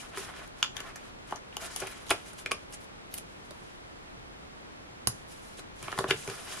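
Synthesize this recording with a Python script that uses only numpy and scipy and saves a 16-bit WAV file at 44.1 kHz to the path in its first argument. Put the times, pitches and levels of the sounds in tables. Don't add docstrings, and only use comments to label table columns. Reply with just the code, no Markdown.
import sys
import numpy as np
from scipy import signal
from scipy.fft import rfft, irfft
from scipy.io import wavfile
from scipy.ndimage import uniform_filter1d

SR = 44100
rng = np.random.default_rng(int(sys.argv[2]) if len(sys.argv) > 2 else 0)


def unload_audio(sound):
    columns = np.transpose(np.atleast_2d(sound))
    steps = np.round(np.clip(columns, -1, 1) * 32767)
    wavfile.write(sys.argv[1], SR, steps.astype(np.int16))


N = 291060

# [f/Hz, relative level per Hz/dB]
HISS_MID = [(12, -30), (20, 0), (60, -0.5), (337, -6), (377, -7), (949, -11), (2600, -18), (2820, -20),
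            (3250, -19.5), (6010, -29), (9670, -35), (13200, -51), (16000, -77)]
HISS_SIDE = [(12, -64), (20, -28), (96, -9.5), (241, -1), (1370, -7), (3070, -13.5), (8410, -26),
             (10200, -26.5), (11400, -30), (13900, -34.5), (16000, -61)]
HISS_MID_DB, HISS_SIDE_DB = -52, -48.5
WHINE_HZ, WHINE_DB = 9949, -72

# [t/s, paper body level/dB, finger hiss against body/dB]
SLIDES = [
    [(0, -53.5, -1), (0.11, -66.5, 0.5), (0.136, -53, -13), (0.166, -47.5, -3), (0.2, -51, 6),
     (0.24, -49.5, -2), (0.3, -49, -12.5), (0.33, -57, -13), (0.37, -50.5, -8.5), (0.42, -50, -13.5),
     (0.47, -63, -2)],
    [(1.53, -59, -13), (1.59, -61, -10), (1.615, -46, 0.5), (1.665, -48, -1.5), (1.69, -57.5, -2),
     (1.72, -46, -4), (1.75, -58, 4.5), (1.8, -49.5, 4), (1.84, -48.5, -9), (1.92, -54, -1.5),
     (2.05, -60, -4), (2.08, -58.5, 2), (2.18, -57, -2), (2.24, -73, 5)],
    [(5.27, -76, 6), (5.31, -63.5, 9), (5.39, -71.5, 7), (5.5, -68, 9), (5.56, -77, 7),
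     (5.595, -47.5, -0.5), (5.625, -82, 1)],
    [(5.76, -80, 19), (5.84, -53.5, -3.5), (5.9, -49.5, -6.5), (5.95, -52.5, -7.5), (5.98, -53, 2.5),
     (6.04, -61, 7), (6.07, -65, 2), (6.085, -51.5, 6), (6.12, -58, -5), (6.17, -60.5, 2.5),
     (6.25, -57.5, 7), (6.33, -50.5, -0.5), (6.44, -52.5, -1), (6.5, -45.5, -1), (6.6, -56.5, 4)],
]
# [start t/s, hold/s, paper body level/dB, finger hiss against body/dB]
BRUSHES = [(0.584, 0.069, -62.5, -0.5), (0.765, 0.13, -52.5, -11), (0.969, 0.12, -61, -8),
           (1.275, 0.05, -61, 0), (1.365, 0.0074, -56, -9), (2.263, 0.035, -56, -0.5),
           (2.385, 0.023, -62.5, 8.5), (2.56, 0.072, -69, -3), (2.731, 0.012, -59.5, 2),
           (2.812, 0.027, -73.5, 11), (3.143, 0.043, -62.5, 5.5), (3.268, 0.49, -75.5, 4.5),
           (5.102, 0.12, -68.5, 1.5), (6.106, 0.0064, -42.5, -11)]
BRUSH_ATTACK_S, BRUSH_RELEASE_S = 0.051, 0.051
BRUSH_EDGE_DB = 29
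# [f/Hz, width/Hz, level/dB]
SLIDE_BODY = [(816, 830, 3.5), (1460, 1040, 12), (2020, 1630, 8)]
SLIDE_FLAP = [(384, 190, 0.62), (716, 340, 1.47)]
SLIDE_RASP = [(2820, 1200, 3.5), (4300, 5300, -8)]
SLIDE_HISS = [(4720, 3800, 2), (7400, 3800, 1), (10030, 2160, 5), (11660, 2900, -7)]
SLIDE_FLAP_DB, SLIDE_RASP_DB = -5.5, -1
PATCH_DB, HISS_PATCH_DB, PATCH_PER_S = 3, 2, 70
FIBRE_PER_S, FIBRE_DB, FIBRE_SCATTER_DB = 250, -7.5, 2.5

# [f/Hz, t60/s, middle level/dB, side level/dB]
ROOM = [(160, 0.23, 2, -20), (483, 0.17, -5.5, -23), (1273, 0.18, -4.5, -9), (2640, 0.18, -11, -9),
        (4340, 0.17, -9.5, -4), (6360, 0.29, -12, -8.5), (10400, 0.1, -5.5, -0.5)]

# [t/s, crackle time to fall 20 dB/ms, crack level/dB,
# then against the crack: flap/dB, knock/dB, crisp/dB, fizz/dB;
# knock f/Hz, crack f/Hz, crisp f/Hz, left minus right/dB]
SNAPS = [(0.1737, 3.1, -29.5, -6.5, 5, -4.5, -2, 1570, 2270, 5570, 1),
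         (0.1813, 5, -39, -5, 9, 2, 4, 1320, 2230, 5500, 4),
         (0.338, 4.5, -51, -14, 14, -7, -14, 1660, 2100, 6180, -1),
         (0.3632, 2.7, -50, -10, -3, 6, -3, 1400, 3200, 6500, 2),
         (0.4759, 3, -54, -10, -8, 8, 9, 1400, 3800, 5200, 0),
         (0.5882, 3, -58, -10, -8, 4, 8, 1400, 3800, 6500, 1),
         (0.6276, 2.7, -9.5, -44, -8.5, -4.5, -16, 1410, 3000, 5470, 1.5),
         (0.6453, 3.5, -34.5, -22, 6, -14, -3, 1310, 2950, 4650, -2),
         (0.767, 3.9, -32, -24, -7.5, -4.5, -10, 1300, 3180, 6900, 21.5),
         (0.8037, 3.5, -31, -11.5, -13, -1, -3, 1560, 2940, 5300, 6),
         (0.9582, 5.3, -41.5, -4, 7.5, 4.5, 4, 1470, 2100, 6330, -0.5),
         (1.31, 2.7, -44, 1, 4, 0, 0, 1220, 2880, 6270, 11),
         (1.324, 2.2, -37.5, 10.5, 18, -18, -22, 890, 2940, 4540, -0.5),
         (1.359, 4.6, -52, 5, -3, 15, 5.5, 1400, 2880, 6440, 14.5),
         (1.5263, 3.7, -42, -15, -19, -17, -28, 910, 3040, 4400, 4),
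         (1.5678, 3.1, -27, -13, -3.5, 1.5, 4, 865, 2860, 6400, 2),
         (1.7618, 3.8, -29.5, -14, -6, 2.5, 6.5, 890, 2820, 6300, 9),
         (1.801, 8, -49.5, 3, -2, 13, 15, 1500, 3260, 5100, 14),
         (1.8184, 4.3, -36, 5, -6, -15, -20, 1500, 2190, 4410, 3),
         (1.822, 7, -33, 7, 4, -20, -30, 1500, 2190, 4410, -0.5),
         (1.8344, 5.1, -39.5, 4, 5, -10, -16, 810, 2680, 4760, 2),
         (1.8698, 7.2, -34.5, -16, -6, 0, 5.5, 1390, 2430, 6090, 2),
         (2.0663, 4.5, -43.5, -8, -16, -6, 1, 1320, 3800, 4400, 0),
         (2.0852, 4, -41, -13, -11, -2, -4, 1310, 3900, 7200, -6),
         (2.094, 3.5, -39, -10, 0, 7, 5, 1000, 3240, 5910, 0),
         (2.099, 7.4, -28, -13, -8, -13, -10, 1000, 3500, 4400, -1),
         (2.1048, 6.4, -25.5, 1.5, -1, -0.5, 7, 1650, 3700, 5500, 0.5),
         (2.108, 5.2, -15.5, -11, 1, -13, -23, 1640, 2410, 5200, 0),
         (2.1128, 4.8, -14.5, -2, -2.5, -8, -25, 980, 2240, 4600, 1.5),
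         (2.332, 5, -52.5, 5, 6, 6, 11.5, 1440, 3270, 5620, 0.5),
         (2.4606, 2.5, -19, -14.5, -4.5, -8, -13, 1770, 2450, 4400, 1.5),
         (2.511, 6.1, -29.5, -10, 4, -3, -12, 1800, 2300, 4400, 1),
         (2.5137, 3.6, -43, -8, -6, 4, 3, 1500, 3300, 4600, -0.5),
         (2.5163, 4.1, -17, -9, -6.5, -5.5, -5, 1130, 2590, 4650, -1.5),
         (2.7075, 3, -62, -15, -15, 2, 12, 1400, 3800, 7200, 0),
         (2.7256, 4, -43, -18, -10, -1, 6, 1360, 2900, 7200, 1.5),
         (2.733, 3, -54, -15, -12, 8, 8, 1400, 3000, 7140, 0),
         (2.744, 4, -41, -15, -12, -5, -1, 1890, 2130, 7200, -3),
         (2.843, 5, -51, -5, -12, 5, 3, 1510, 3800, 6640, 3),
         (3.1406, 3.4, -35.5, -26, -23, 3, 15, 1570, 2630, 4920, 0),
         (3.168, 3, -49, -15, -15, 2, -2, 1400, 3900, 4400, 2),
         (3.1765, 3, -58, -15, -15, 6, 14, 1400, 3800, 7200, 1),
         (3.1793, 2.8, -40.5, -15, -12, 5, 15.5, 1480, 3440, 6080, -2.5),
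         (3.1824, 6, -38, -9, -8, 2, 11, 1400, 2650, 6500, -1.5),
         (3.5081, 5.3, -44.5, 3.5, 2.5, 4, 6, 955, 3960, 4400, -2),
         (5.0721, 2.8, -27, -2.5, 1, 15.5, 6, 800, 3530, 4700, -6),
         (5.0728, 2.9, -29.5, -16, 5, 4, 19, 1690, 2570, 5450, -9),
         (5.0743, 1.9, -36.5, -13, 3, 11, 12, 1700, 3900, 4550, -1),
         (5.076, 2.7, -41, -7, -6, 6, 10, 1700, 3000, 6000, -9),
         (5.828, 2, -37, -2, 1, 3, 6.5, 1290, 2290, 6420, -1.5),
         (5.8818, 2.6, -30.5, -2, 3, -18, -30, 1140, 2260, 4400, -2),
         (5.9182, 2.3, -36.5, -6, 4, 3, -5, 1400, 3350, 4800, 1.5),
         (5.927, 2.3, -35.5, 3, 12.5, -7, -11, 1380, 2100, 5160, -5),
         (5.9775, 2.6, -38.5, 5, 13.5, 3, 5, 1190, 2100, 7160, 2),
         (5.988, 3.8, -24, 0, 4.5, -2.5, 1.5, 1220, 3470, 4400, 1),
         (6.006, 4.5, -40.5, 11.5, 4, -3, -2.5, 1000, 3770, 6540, -2),
         (6.0417, 2.4, -33.5, 11.5, 13.5, -19, -20, 1190, 2290, 6010, 0.5),
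         (6.086, 5, -41, 8, 1, -4, -2, 1080, 2800, 5290, -1),
         (6.0995, 2.8, -31.5, -13, 2, 2, -3, 1310, 2890, 5750, 4),
         (6.1055, 5, -23, -10, 2, -4, -5, 1860, 2320, 4770, -0.5),
         (6.1089, 2.9, -8.5, -15.5, -3.5, -9, -14, 1800, 2690, 4700, 2),
         (6.1447, 3, -48, -9, -12, 7, 6, 1090, 2920, 5000, 3),
         (6.2756, 4.1, -30.5, 0, -1, -2, -3, 1510, 2100, 7200, 2.5),
         (6.286, 4.8, -41.5, 5, 7.5, -1, -5.5, 1130, 2100, 6390, -2),
         (6.2983, 4.9, -34.5, -15, 1, 2, -2, 1390, 2630, 4600, 1),
         (6.314, 4.6, -45.5, 0, 8.5, -8, -14, 1200, 2460, 4400, 0),
         (6.575, 4.1, -51.5, 5, 16, 2, 2, 1130, 3900, 4940, -3)]
# [f/Hz, width/Hz, level/dB]
RINGS = [
    [(70, 59, -7.5), (131, 48, -2), (197, 116, -7.5)],
    [(307, 177, -3.5), (453, 240, -1.5), (630, 245, 2)],
    [(820, 350, 0.5), (1152, 230, 2), (1390, 1200, 9), (1900, 760, 12)],
    [(2225, 810, 5), (2610, 720, 0.5), (2876, 305, 2.5), (3425, 760, 5.5), (3716, 780, 4.5)],
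    [(4650, 1300, 3), (5500, 2200, 1.5), (6580, 1700, 3)],
    [(8700, 2200, 1.5), (10380, 2100, 1), (11950, 2700, -1), (14400, 3000, -9)],
]
# [t/s, f/Hz]
FIZZ_PITCH = [(0.2, 9700), (0.8, 10600), (1.3, 9600), (1.57, 11200), (1.85, 9800), (2.5, 9100),
              (2.75, 10100), (3.14, 11900), (3.18, 10200), (5.07, 10500), (5.8, 9500)]
# [level against its group/dB, time to fall 20 dB/cycles]
SPOT_RING = [(-6, 4.5), (-10, 10), (-11.5, 12)]
# [first tick t/s, last tick t/s, crack level of the last/dB]
PEELS = [(3.11, 3.138, -50)]
# [t/s, peak level/dB]
THUMPS = [(2.11, -39), (5.0706, -33), (5.829, -43.5), (5.984, -35.5), (6.084, -37), (6.107, -36),
          (6.149, -41), (6.276, -38.5)]
CLEAN_DB_PER_MS, CLEAN_MS = 2, 3.2
DESK_DB = -25
LAG_PER_DB = 0.97
TICKS_PER_PEEL, TICK_JITTER_S, TICK_SWELL_DB = 5, 0.00086, 11
TICK_FLAP_DB, TICK_KNOCK_DB, TICK_CRISP_DB, TICK_FIZZ_DB = -16, -14, 6, 7
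TICK_MS, TICK_KNOCK_HZ, TICK_CRACK_HZ, TICK_CRISP_HZ = 3.5, 1400, 3800, 5500

# [t/s, peak level/dB]
BOWS = [(0.176, -37), (5.955, -41.5), (5.99, -31), (6.003, -37), (6.042, -29.5), (6.108, -23.5),
        (6.139, -43), (6.282, -31), (6.31, -39)]
# [f/Hz, width/Hz, level/dB]
BOW_MODES = [(390, 90, 4), (451, 51, 4.5)]

TOP_HZ = 16500


def undb(db):
    return 10 ** (np.asarray(db) / 20)


def unit(x):
    return x / np.sqrt(np.mean(x ** 2))


def to_peak(x):
    return x / np.abs(x).max(axis=-1, keepdims=True)


def ring(x, modes):
    out = 0
    for k, (hz, width, db) in enumerate(modes):
        b, a = signal.iirpeak(hz, hz / width, fs=SR)
        once = signal.lfilter(b, a, x)
        out = out + (-1) ** k * undb(db) * signal.lfilter(b, a, once)
    return out


def grains(shape, scatter_db):
    return rng.standard_normal(shape) * undb(scatter_db * rng.exponential(size=shape))


def walk(rate):
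    k = int(SR / rate)
    steps = np.repeat(rng.standard_normal(N // k + 1), k)
    return unit(uniform_filter1d(steps, k)[:N])


def coloured(spectrum, db):
    hz, gain_db = np.transpose(spectrum)
    f = np.maximum(np.fft.rfftfreq(N, 1 / SR), 1)
    gain = undb(np.interp(np.log(f), np.log(hz), gain_db))
    noise = irfft(rfft(rng.standard_normal(N)) * gain, N)
    return undb(db) * unit(noise)


def hiss():
    whine = np.sqrt(2) * undb(WHINE_DB) * np.sin(2 * np.pi * WHINE_HZ * np.arange(N) / SR)
    mid = coloured(HISS_MID, HISS_MID_DB) + .05 * whine
    side = coloured(HISS_SIDE, HISS_SIDE_DB) + whine
    return np.array([mid + side, mid - side])


def contact():
    curves = []
    for slide in SLIDES:
        before = np.array(slide[0]) - [.02, 30, 0]
        after = np.array(slide[-1]) + [.02, -30, 0]
        curves.append(np.vstack([before, slide, after]))
    for s, hold, db, hiss_db in BRUSHES:
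        edge_db = db - BRUSH_EDGE_DB
        curves.append(np.array([(s - BRUSH_ATTACK_S, edge_db, hiss_db),
                                (s, db, hiss_db),
                                (s + hold, db, hiss_db),
                                (s + hold + BRUSH_RELEASE_S, edge_db, hiss_db)]))
    t = np.arange(N) / SR
    body, finger = 1e-12, 1e-12
    for s, db, hiss_db in (c.T for c in curves):
        gain = undb(np.interp(t, s, db, left=-200, right=-200))
        body = body + gain
        finger = finger + gain * undb(np.interp(t, s, hiss_db))
    return 20 * np.log10(body), 20 * np.log10(finger / body)


def patchy(modes, patch_db):
    slips = grains((2, N), 1.75)
    out = 0
    for k, mode in enumerate(modes):
        swell = undb(patch_db * walk(PATCH_PER_S))
        out = out + (-1) ** k * swell * ring(slips, [mode])
    return unit(out)


def slides(flicker_db=1.5, body_width=0.24, hiss_width=0.58):
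    sign = np.array([[1], [-1]])
    body_db, hiss_db = contact()
    body = patchy(SLIDE_BODY, PATCH_DB)
    rasp = patchy(SLIDE_RASP, PATCH_DB)
    flap = patchy(SLIDE_FLAP, PATCH_DB)
    finger = patchy(SLIDE_HISS, HISS_PATCH_DB)
    body = body + undb(SLIDE_RASP_DB + hiss_db / 2) * rasp
    out = body[0] + body_width * sign * body[1] + undb(SLIDE_FLAP_DB) * flap[0]
    finger_gain = undb(hiss_db + flicker_db * walk(40))
    out = out + finger_gain * (finger[0] + hiss_width * sign * finger[1])
    catches = (rng.random(N) < FIBRE_PER_S / SR) * grains(N, FIBRE_SCATTER_DB)
    out = out + undb(FIBRE_DB) * unit(ring(catches, SLIDE_BODY + SLIDE_RASP))
    return out * undb(body_db + flicker_db * walk(60))


def room(x, gap_ms=0.82):
    t = np.arange(SR // 2) / SR
    tail = 0
    for hz, t60, mid_db, side_db in ROOM:
        noise = ring(rng.standard_normal((2, len(t))), [(hz, hz, 0)])
        echo = noise * np.exp(-np.log(1000) * t / t60)
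        energy = t60 * SR / 14
        tail = tail + echo * undb([[mid_db], [side_db]]) / np.sqrt(energy)
    tail = tail * np.clip(t * 1000 / gap_ms, 0, 1) ** 2
    mid, side = signal.fftconvolve(x[None], tail, axes=1)[:, :N]
    return np.array([mid + side, mid - side])


def snap_rows():
    rows = []
    for s, ms, crack, flap, *rest in SNAPS:
        rows.append((s, ms, crack, flap + DESK_DB, flap, *rest))
    pitches = TICK_KNOCK_HZ, TICK_CRACK_HZ, TICK_CRISP_HZ
    tick_levels = TICK_FLAP_DB + DESK_DB, TICK_FLAP_DB, TICK_KNOCK_DB, TICK_CRISP_DB, TICK_FIZZ_DB
    for first, last, db in PEELS:
        jitter = TICK_JITTER_S * rng.standard_normal(TICKS_PER_PEEL)
        for along, off in zip(np.linspace(0, 1, TICKS_PER_PEEL), jitter):
            s = first + along * (last - first) + off
            crack = db - TICK_SWELL_DB * (1 - along)
            rows.append((s, TICK_MS, crack, *tick_levels, *pitches, 0))
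    for s, db in THUMPS:
        rows.append((s, TICK_MS, db - 60, 60, 0, 0, 0, 0, *pitches, 0))
    return np.array(rows)


def snaps(width=0.35, rise_ms=0.4, first_db=19.5,
          knock_off_db=17.5, crack_off_db=28, crisp_off_db=8, fizz_off_db=25):
    rows, size = snap_rows(), 4096
    (s, fall_ms, crack_db, desk, flap, knock, crisp, fizz,
     knock_hz, crack_hz, crisp_hz, pan_db) = rows.T[:, :, None]
    fizz_hz = np.interp(s, *np.transpose(FIZZ_PITCH))

    ms = np.arange(size) / SR * 1000
    shape = (1 - np.exp(-ms / rise_ms)) * np.exp(-np.log(10) * ms / np.maximum(fall_ms, 1))
    crackle = grains((len(rows), 2, size), 3.15).transpose(1, 0, 2) * shape
    crackle[:, :, :1] = undb(first_db + CLEAN_DB_PER_MS * (CLEAN_MS - fall_ms))

    levels_db = desk, flap, knock, 0, crisp, fizz
    pitches_hz = 1, 1, knock_hz, crack_hz, crisp_hz, fizz_hz
    off_pitch_db = 0, 0, knock_off_db, crack_off_db, crisp_off_db, fizz_off_db
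    mid, side, sense = 0, 0, 1
    for k, (modes, db, pitch_hz, off_db) in enumerate(zip(RINGS, levels_db, pitches_hz, off_pitch_db)):
        rung = 0
        for hz, wide, mode_db in modes:
            away = np.abs(np.log2(hz / pitch_hz))
            mode = to_peak(ring(crackle, [(hz, wide, 0)]))
            rung = rung + sense * undb(mode_db - off_db * away) * mode
            sense = -sense
        rung = to_peak(rung)
        if k in (2, 3, 4):
            spot_db, cycles = SPOT_RING[k - 2]
            turns = pitch_hz * ms / 1000
            spot = np.sin(2 * np.pi * turns) * np.exp(-np.log(10) * turns / cycles)
            spot_ring = signal.fftconvolve(crackle, spot[None], axes=2)[:, :, :size]
            rung = rung + undb(spot_db) * to_peak(spot_ring)
        both, apart = undb(crack_db + db) * to_peak(rung)
        mid = mid + both
        side = side + width * (k / 5) ** 2 * np.roll(apart, 3 + k, axis=1)

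    out = np.zeros((2, N + size + 8))
    for start, balance_db, m, d in zip(s[:, 0], pan_db[:, 0], mid, side):
        lag = int(round(LAG_PER_DB * balance_db))
        for ear, sign in enumerate((1, -1)):
            i = int(start * SR) + max(-sign * lag, 0)
            out[ear, i:i + size] += undb(sign * balance_db / 2) * (m + sign * d)
    return out[:, :N]


def bows():
    size = 8192
    push = np.zeros(size)
    push[0] = 1
    boom = to_peak(ring(push, BOW_MODES))
    out = np.zeros(N + size)
    for s, db in BOWS:
        i = int(s * SR)
        out[i:i + size] += undb(db) * boom
    return out[:N]


def scene():
    hands = snaps() + slides() + bows()
    return hands + room(hands.mean(axis=0)) + hiss()


def record(dry):
    top_cut = signal.ellip(8, .2, 70, TOP_HZ, fs=SR, output="sos")
    return signal.sosfilt(top_cut, dry)


dry = scene()
out = record(dry)
unload_audio(out)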